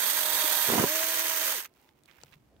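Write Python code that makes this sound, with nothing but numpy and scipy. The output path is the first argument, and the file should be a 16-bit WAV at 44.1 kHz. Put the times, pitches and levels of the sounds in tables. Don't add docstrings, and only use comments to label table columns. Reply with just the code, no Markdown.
import sys
import numpy as np
from scipy import signal
from scipy.fft import rfft, irfft, next_fast_len
from scipy.io import wavfile
from scipy.ndimage import map_coordinates

SR = 44100
rng = np.random.default_rng(int(sys.argv[2]) if len(sys.argv) > 2 else 0)


def wav_record(signal):
    frames = np.transpose(np.atleast_2d(signal))
    bounded = np.clip(frames, -1, 1)
    quanta = np.round(bounded * 32767).astype(np.int16)
    wavfile.write(sys.argv[1], SR, quanta)


N = 114660


def amp(db):
    return 10 ** (np.asarray(db) / 20)


def unit(x):
    return x / np.sqrt(np.mean(x ** 2) + 1e-20)


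def along(points, hz):
    f, *cols = np.transpose(points)
    return np.array([np.interp(np.log(hz + 1), np.log(f + 1), c) for c in cols])


def curves(rows):
    s, *cols = np.transpose(rows)
    return [np.interp(np.arange(N) / SR, s, c) for c in cols]


def wobble(knots_per_s):
    position = np.arange(N) * knots_per_s / SR
    return map_coordinates(rng.standard_normal(N), [position], mode="wrap")


def filtered(x, response):
    m = next_fast_len(N + SR // 2)
    return irfft(rfft(x, m) * response(np.fft.rfftfreq(m, 1 / SR)), m)[..., :N]


# (frequency [Hz], correlation [0..1])
LIKENESS = [(150, 0.87), (1700, 0.22), (3000, 0.23), (15000, .1)]


def coloured(pair, spectrum):
    def mid_side_gains(hz):
        angle = np.arccos(np.clip(along(LIKENESS, hz)[0], -1, 1)) / 2
        return np.array([np.cos(angle), np.sin(angle)])

    mid, side = filtered(pair, mid_side_gains)
    stereo = np.array([mid + side, mid - side])
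    return unit(filtered(stereo, lambda hz: amp(along(spectrum, hz))))


def noise():
    return rng.standard_normal((2, N))


def specks(rate_per_s):
    return unit(np.tanh(noise()) * (rng.random(N) < rate_per_s / SR))


def pan(db):
    return amp([[db / 2], [-db / 2]])


def add(track, s, sound):
    part = track[..., round(s * SR):][..., :sound.shape[-1]]
    part += sound[..., :part.shape[-1]]


def ring(modes):
    t = np.arange(SR // 4) / SR
    out = np.zeros(len(t))
    for hz, db, t60_s in modes:
        envelope = amp(db + rng.normal(0, 2) - 60 * t / t60_s)
        out += envelope * np.sin(2 * np.pi * hz * rng.normal(1, .02) * t)
    return out


def crack(hz, decay_s):
    t = np.arange(SR // 20) / SR
    edges_hz = np.clip([hz / 1.8, hz * 1.64], 50, SR / 2.1)
    b, a = signal.butter(2, edges_hz, "bandpass", fs=SR)
    hiss = rng.standard_normal(len(t)) + 1.1 * rng.standard_normal((2, len(t)))
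    burst = signal.lfilter(b, a, hiss * np.exp(-t / decay_s))
    return burst / np.abs(burst).max()


def low_cut(x):
    return signal.sosfilt(signal.butter(4, 125, "highpass", fs=SR, output="sos"), x)


# (time [s], speed [links/s])
CHAIN_SPEED = [(0, 312), (.67, 312), (.73, 274), (.79, 252), (.85, 273), (.9, 306), (.965, 323),
               (1.52, 322), (1.6, 160), (1.655, 65)]
SPEED_JITTER = .005


def chain_travel():
    speed, = curves(CHAIN_SPEED)
    return np.cumsum(speed * (1 + SPEED_JITTER * wobble(60))) / SR


# (time [s], level [dB])
CLATTER_LEVEL = [(0, -27), (.25, -27.5), (.68, -26), (.85, -28), (1.52, -28), (1.62, -34.5), (1.66, -42),
                 (1.68, -73), (1.72, -100)]
# (frequency [Hz], cutting left [rel dB], cutting right [rel dB],
# free left [rel dB], free right [rel dB])
CHAIN_COLOUR = [(30, -100, -84, -104, -102), (220, -110.5, -84, -97.5, -85.5),
                (547, -69.5, -71, -73, -71.5), (770, -73.5, -70.5, -88.5, -76),
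                (1040, -68, -70.5, -69.5, -72), (1836, -69.5, -64, -72.5, -66),
                (2400, -71.5, -68, -67, -69.5), (3100, -72, -70.5, -72.5, -68.5),
                (3150, -73.5, -61.5, -71, -69.5), (5970, -75.5, -69.5, -75, -69.5),
                (6500, -74.5, -62.5, -79.5, -62.5), (7240, -76, -73.5, -73.5, -76.5),
                (8070, -73, -63, -72, -67.5), (10050, -74.5, -71.5, -77.5, -75.5),
                (11700, -71, -61, -74, -64.5), (14400, -77, -60.5, -74.5, -63.5),
                (15560, -85, -66, -79.5, -65.5)]
THROUGH_S, TURN_S = .74, .033
LINK_DECAY_S, LINK_SCATTER_DB, LINK_TIMING_LINKS = .0066, 2, .049
TICKS_PER_S, TICK_DB = 1500, -6
FLUTTER_DB, FLUTTER_KNOTS_PER_S = .15, 55


def chain(links):
    t = np.arange(N) / SR
    draws = rng.standard_normal((N // 50, 2))[:int(links[-1])]
    slap_links = np.arange(len(draws)) + LINK_TIMING_LINKS * draws[:, 0]
    slap_samples = np.interp(slap_links, links, np.arange(N)).astype(int)
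    slaps = np.bincount(slap_samples, amp(LINK_SCATTER_DB * draws[:, 1]) ** 2, N)
    energy = signal.lfilter([1], [1, -np.exp(-2 / (LINK_DECAY_S * SR))], slaps)
    bursts = np.sqrt(energy / energy[t < 1].mean())

    grain = noise() + amp(TICK_DB) * specks(TICKS_PER_S)
    rasp = grain * bursts * amp(FLUTTER_DB * wobble(FLUTTER_KNOTS_PER_S))
    cutting = coloured(rasp, [row[:3] for row in CHAIN_COLOUR])
    running_free = coloured(rasp, [(row[0], *row[3:]) for row in CHAIN_COLOUR])
    free = np.clip((t - THROUGH_S) / TURN_S + .5, 0, 1)
    level_db, = curves(CLATTER_LEVEL)
    return amp(level_db) * ((1 - free) * cutting + free * running_free)


HOUSING_RIPPLE_DB, HOUSING_SPACING_HZ = 2.97, 70.3


def housing(x):
    knots = rng.standard_normal((2, 1024))

    def response(hz):
        ripple = np.array([map_coordinates(k, [hz / HOUSING_SPACING_HZ], mode="wrap") for k in knots])
        return amp(HOUSING_RIPPLE_DB * ripple * np.clip(hz / 2000 - .5, 0, 1))

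    return filtered(x, response)


# (time [s], link rate [dB], twice it [dB], three times it [dB])
WHINE_LEVEL = [(0, -68, -51.5, -64), (.3, -55, -47.5, -46.5), (.5, -61, -46.5, -47), (.58, -58, -49, -42),
               (.66, -75, -52, -44.5), (.7, -45, -67, -52), (.85, -53, -42.5, -56),
               (.95, -50.5, -38.5, -53), (1.12, -53.5, -49, -54), (1.52, -61.5, -47, -51.5),
               (1.58, -66, -52.5, -69), (1.62, -88, -62.5, -89)]
# (multiple of link rate [-], level against the third [dB])
UPPER_LINES = [(4, -6), (5, -7)]
MOTOR_RATIO, MOTOR_DB = 2.54, -9
WAVER_DB, RASP_DB, WHINE_PAN_DB = 1.44, 2.5, 2
WHINE_END_S, WHINE_FADE_S = 1.62, .058


def whine(links):
    first, second, third = curves(WHINE_LEVEL)
    lines = [(1, first), (2, second), (3, third), (MOTOR_RATIO, third + MOTOR_DB)]
    lines += [(multiple, third + db) for multiple, db in UPPER_LINES]
    tone = np.zeros(N)
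    for multiple, db in lines:
        level = amp(db + WAVER_DB * wobble(35.67) + RASP_DB * wobble(150))
        tone += level * np.sin(2 * np.pi * (multiple * links + rng.random()))
    fade = np.clip((WHINE_END_S - np.arange(N) / SR) / WHINE_FADE_S, 0, 1)
    return np.sqrt(2) * tone * pan(WHINE_PAN_DB) * fade


# (frequency [Hz], mode level [rel dB], t60 [s])
GUARD_MODES = [(1000, -1, 0.022), (1652, -1.5, 0.045), (1930, -4, 0.038)]
GUARD_LOW_HZ = 600
KNOCKS_PER_S, RATTLE_DB, RATTLE_SCATTER_DB = 70, -9.5, 2.5


def rattle():
    out = np.zeros(N)
    count = round(KNOCKS_PER_S * CHAIN_SPEED[-1][0])
    for k, (offset, size) in enumerate(rng.standard_normal((count, 2))):
        add(out, abs(k + offset) / KNOCKS_PER_S, amp(RATTLE_SCATTER_DB * size) * ring(GUARD_MODES))
    level_db, = curves(CLATTER_LEVEL)
    high_pass = signal.butter(2, GUARD_LOW_HZ, "highpass", fs=SR, output="sos")
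    return amp(level_db + RATTLE_DB) * signal.sosfilt(high_pass, out)


# (time [s], thump before GRAB_DB [rel dB], splintering crack before low cut and pan [dB])
TOOTH_GRABS = [(0.688, -16, -23.5), (.7, -18, -18), (0.722, -16, -25), (0.735, -13, -26), (.739, -17, -23),
               (.755, -15.5, -41), (.78, -9, -30), (.784, -13, -20), (.793, -16.5, -18.5),
               (.799, -12.5, -18), (.817, -18.5, -22), (.83, -17, -27), (.839, -8.5, -31)]
# (frequency [Hz], mode level [rel dB], t60 [s])
WOOD_MODES = [(145, -5.5, 0.068), (230.7, -4.5, 0.03), (305, -1, 0.021), (411, 0.5, 0.038),
              (717, -17, 0.08), (972, -3.5, 0.064)]
# (time [s], level [dB])
JUDDER_LEVEL = [(.665, -57.5), (.684, -41), (.738, -32), (.77, -32.5), (.794, -25), (.82, -30),
                (.84, -27.5), (.85, -38), (.93, -70.5)]
# (frequency [Hz], level [rel dB])
JUDDER_SPECTRUM = [(30, -36.5), (130, -8), (300, -1), (600, -8), (1100, -14), (4000, -31.5)]
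GRAB_DB, GRAB_PAN_DB = -13.5, -4.5
CRACK_HZ, CRACK_DECAY_S = 830, .0021


def bite():
    knocks = np.zeros((2, N))
    for s, thump_db, crack_db in TOOTH_GRABS:
        add(knocks, s, amp(thump_db + GRAB_DB) * ring(WOOD_MODES))
        add(knocks, s, amp(crack_db) * crack(CRACK_HZ, CRACK_DECAY_S))
    level_db, = curves(JUDDER_LEVEL)
    judder = amp(level_db) * coloured(specks(2300), JUDDER_SPECTRUM)
    return (low_cut(knocks) + judder) * pan(GRAB_PAN_DB)


LEFT_LAG_S = .0001


def saw():
    links = chain_travel()
    sound = whine(links) + housing(chain(links)) + rattle() + bite()
    side = np.array([[1], [-1]])
    return filtered(sound, lambda hz: np.exp(-1j * np.pi * hz * LEFT_LAG_S * side))


# (time [s], level [dB])
RUSTLE_LEVEL = [(1.73, -72.5), (1.775, -65), (1.89, -65.5), (1.93, -73.5), (2.04, -73), (2.08, -66),
                (2.22, -62.5), (2.26, -65), (2.345, -63), (2.37, -75), (2.6, -81)]
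# (frequency [Hz], left [rel dB], right [rel dB])
LEAF_COLOUR = [(100, -19, -15.5), (900, 6.5, -5), (2300, -4, 5), (6470, -12, -6), (10000, -11, -11),
               (14000, -16, -1)]
LEAF_SPECKS_PER_S, LEAF_HISS_DB, LEAF_CLUMP_DB = 600, 1.5, 2.5


def leaves():
    level_db, = curves(RUSTLE_LEVEL)
    crackle = specks(LEAF_SPECKS_PER_S) + amp(LEAF_HISS_DB) * noise()
    clumps = amp(LEAF_CLUMP_DB * wobble(280))
    return amp(level_db) * coloured(crackle * clumps, LEAF_COLOUR)


# (time [s], length [s], level at mid-stroke before pan [dB])
SCRAPE_STROKES = [(2.079, 0.035, -62), (2.112, 0.14, -70.5), (2.322, 0.026, -63.5)]
# (frequency [Hz], level [rel dB])
SCRAPE_SPECTRUM = [(500, -6), (1200, -4), (2300, 3), (3800, -12), (5200, -19), (12000, -26)]
SCRAPE_PAN_DB = -15


def scrapes():
    t = np.arange(N) / SR
    strokes = np.zeros(N)
    for s, length_s, db in SCRAPE_STROKES:
        swell = np.sin(np.pi * np.clip((t - s) / length_s, 0, 1))
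        strokes += amp(db) * np.sqrt(np.abs(swell))
    grit = unit(specks(2900) * amp(2.9 * wobble(400)))
    return strokes * coloured(grit, SCRAPE_SPECTRUM) * pan(SCRAPE_PAN_DB)


# (time [s], peak before pan [dB], nominal centre [Hz], # decay [s], left minus
# right [dB])
TWIG_SNAPS = [(1.651, -36, 1840, 0.0085, -2.5), (1.739, -53, 6030, 0.0006, -14),
              (1.815, -48, 13000, 0.00077, -8), (1.828, -61, 5300, 0.0018, -7),
              (1.89, -48, 2590, 0.0017, -2), (2.036, -49, 5550, 0.00085, 11),
              (2.058, -45.5, 4900, 0.0012, -11), (2.112, -46.5, 2460, .0015, -14),
              (2.185, -52, 1590, 0.0027, -22), (2.214, -48, 2800, 0.0021, -14),
              (2.235, -33.5, 4700, 0.00088, 10), (2.281, -56, 2290, 0.0024, -13),
              (2.3244, -46.5, 2700, 0.0017, -13), (2.331, -49, 2800, .0012, -15),
              (2.34, -51, 2720, 0.0017, -10), (2.565, -56.5, 2200, .001, -8)]


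def twigs():
    out = np.zeros((2, N))
    for s, db, hz, decay_s, side_db in TWIG_SNAPS:
        add(out, s, amp(db) * pan(side_db) * crack(hz, decay_s))
    return out


# (time [s], length [s], level at mid-swell [dB], centre [Hz], half-width [octaves])
SOFT_SWELLS = [(0.427, 0.033, -45, 380, 0.62), (1.79, 0.16, -71.5, 885, .15),
               (2.485, .13, -68.5, 477, 0.48)]


def soft_swells():
    t, out = np.arange(N) / SR, np.zeros(N)
    for s, length_s, db, centre_hz, width_oct in SOFT_SWELLS:
        def band(hz):
            return np.exp(-.5 * (np.log2((hz + 1) / centre_hz) / width_oct) ** 2)

        swell = unit(filtered(rng.standard_normal(N), band))
        out += amp(db) * swell * np.sin(np.pi * np.clip((t - s) / length_s, 0, 1))
    return out


# (time [s], gain on the modes [dB])
BAR_BUMPS = [(2.236, -45)]
# (frequency [Hz], mode level [rel dB], t60 [s])
BUMP_MODES = [(142, -7, 0.086), (496, -6, .022), (760, 5, 0.0058), (1280, -6, 0.019)]
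# (time [s], gain on the modes [dB])
GROUND_THUDS = [(.847, -37), (2.246, -58), (2.36, -54)]
# (frequency [Hz], mode level [rel dB], t60 [s])
GROUND_MODES = [(81, -14, 0.13), (145, 2, 0.14)]


def bumps():
    out = np.zeros(N)
    for s, db in BAR_BUMPS:
        add(out, s, amp(db) * low_cut(ring(BUMP_MODES)))
    for s, db in GROUND_THUDS:
        add(out, s, amp(db) * ring(GROUND_MODES))
    return out


# (time [s], level [dB])
AIR_CURVE = [(0, -80), (2, -73), (2.6, -63.5)]
# (frequency [Hz], level [rel dB])
AIR_SPECTRUM = [(20, -37), (55, 7), (150, 2), (800, -19), (6000, -30), (15000, -38)]


def air():
    level_db, = curves(AIR_CURVE)
    return amp(level_db) * coloured(noise(), AIR_SPECTRUM)


def scene():
    return saw() + leaves() + scrapes() + twigs() + soft_swells() + bumps() + air()


TOP_HZ = 15800


def record(dry):
    return filtered(dry, lambda hz: 1 / np.sqrt(1 + (hz / TOP_HZ) ** 600))


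dry = scene()
out = record(dry)
wav_record(out)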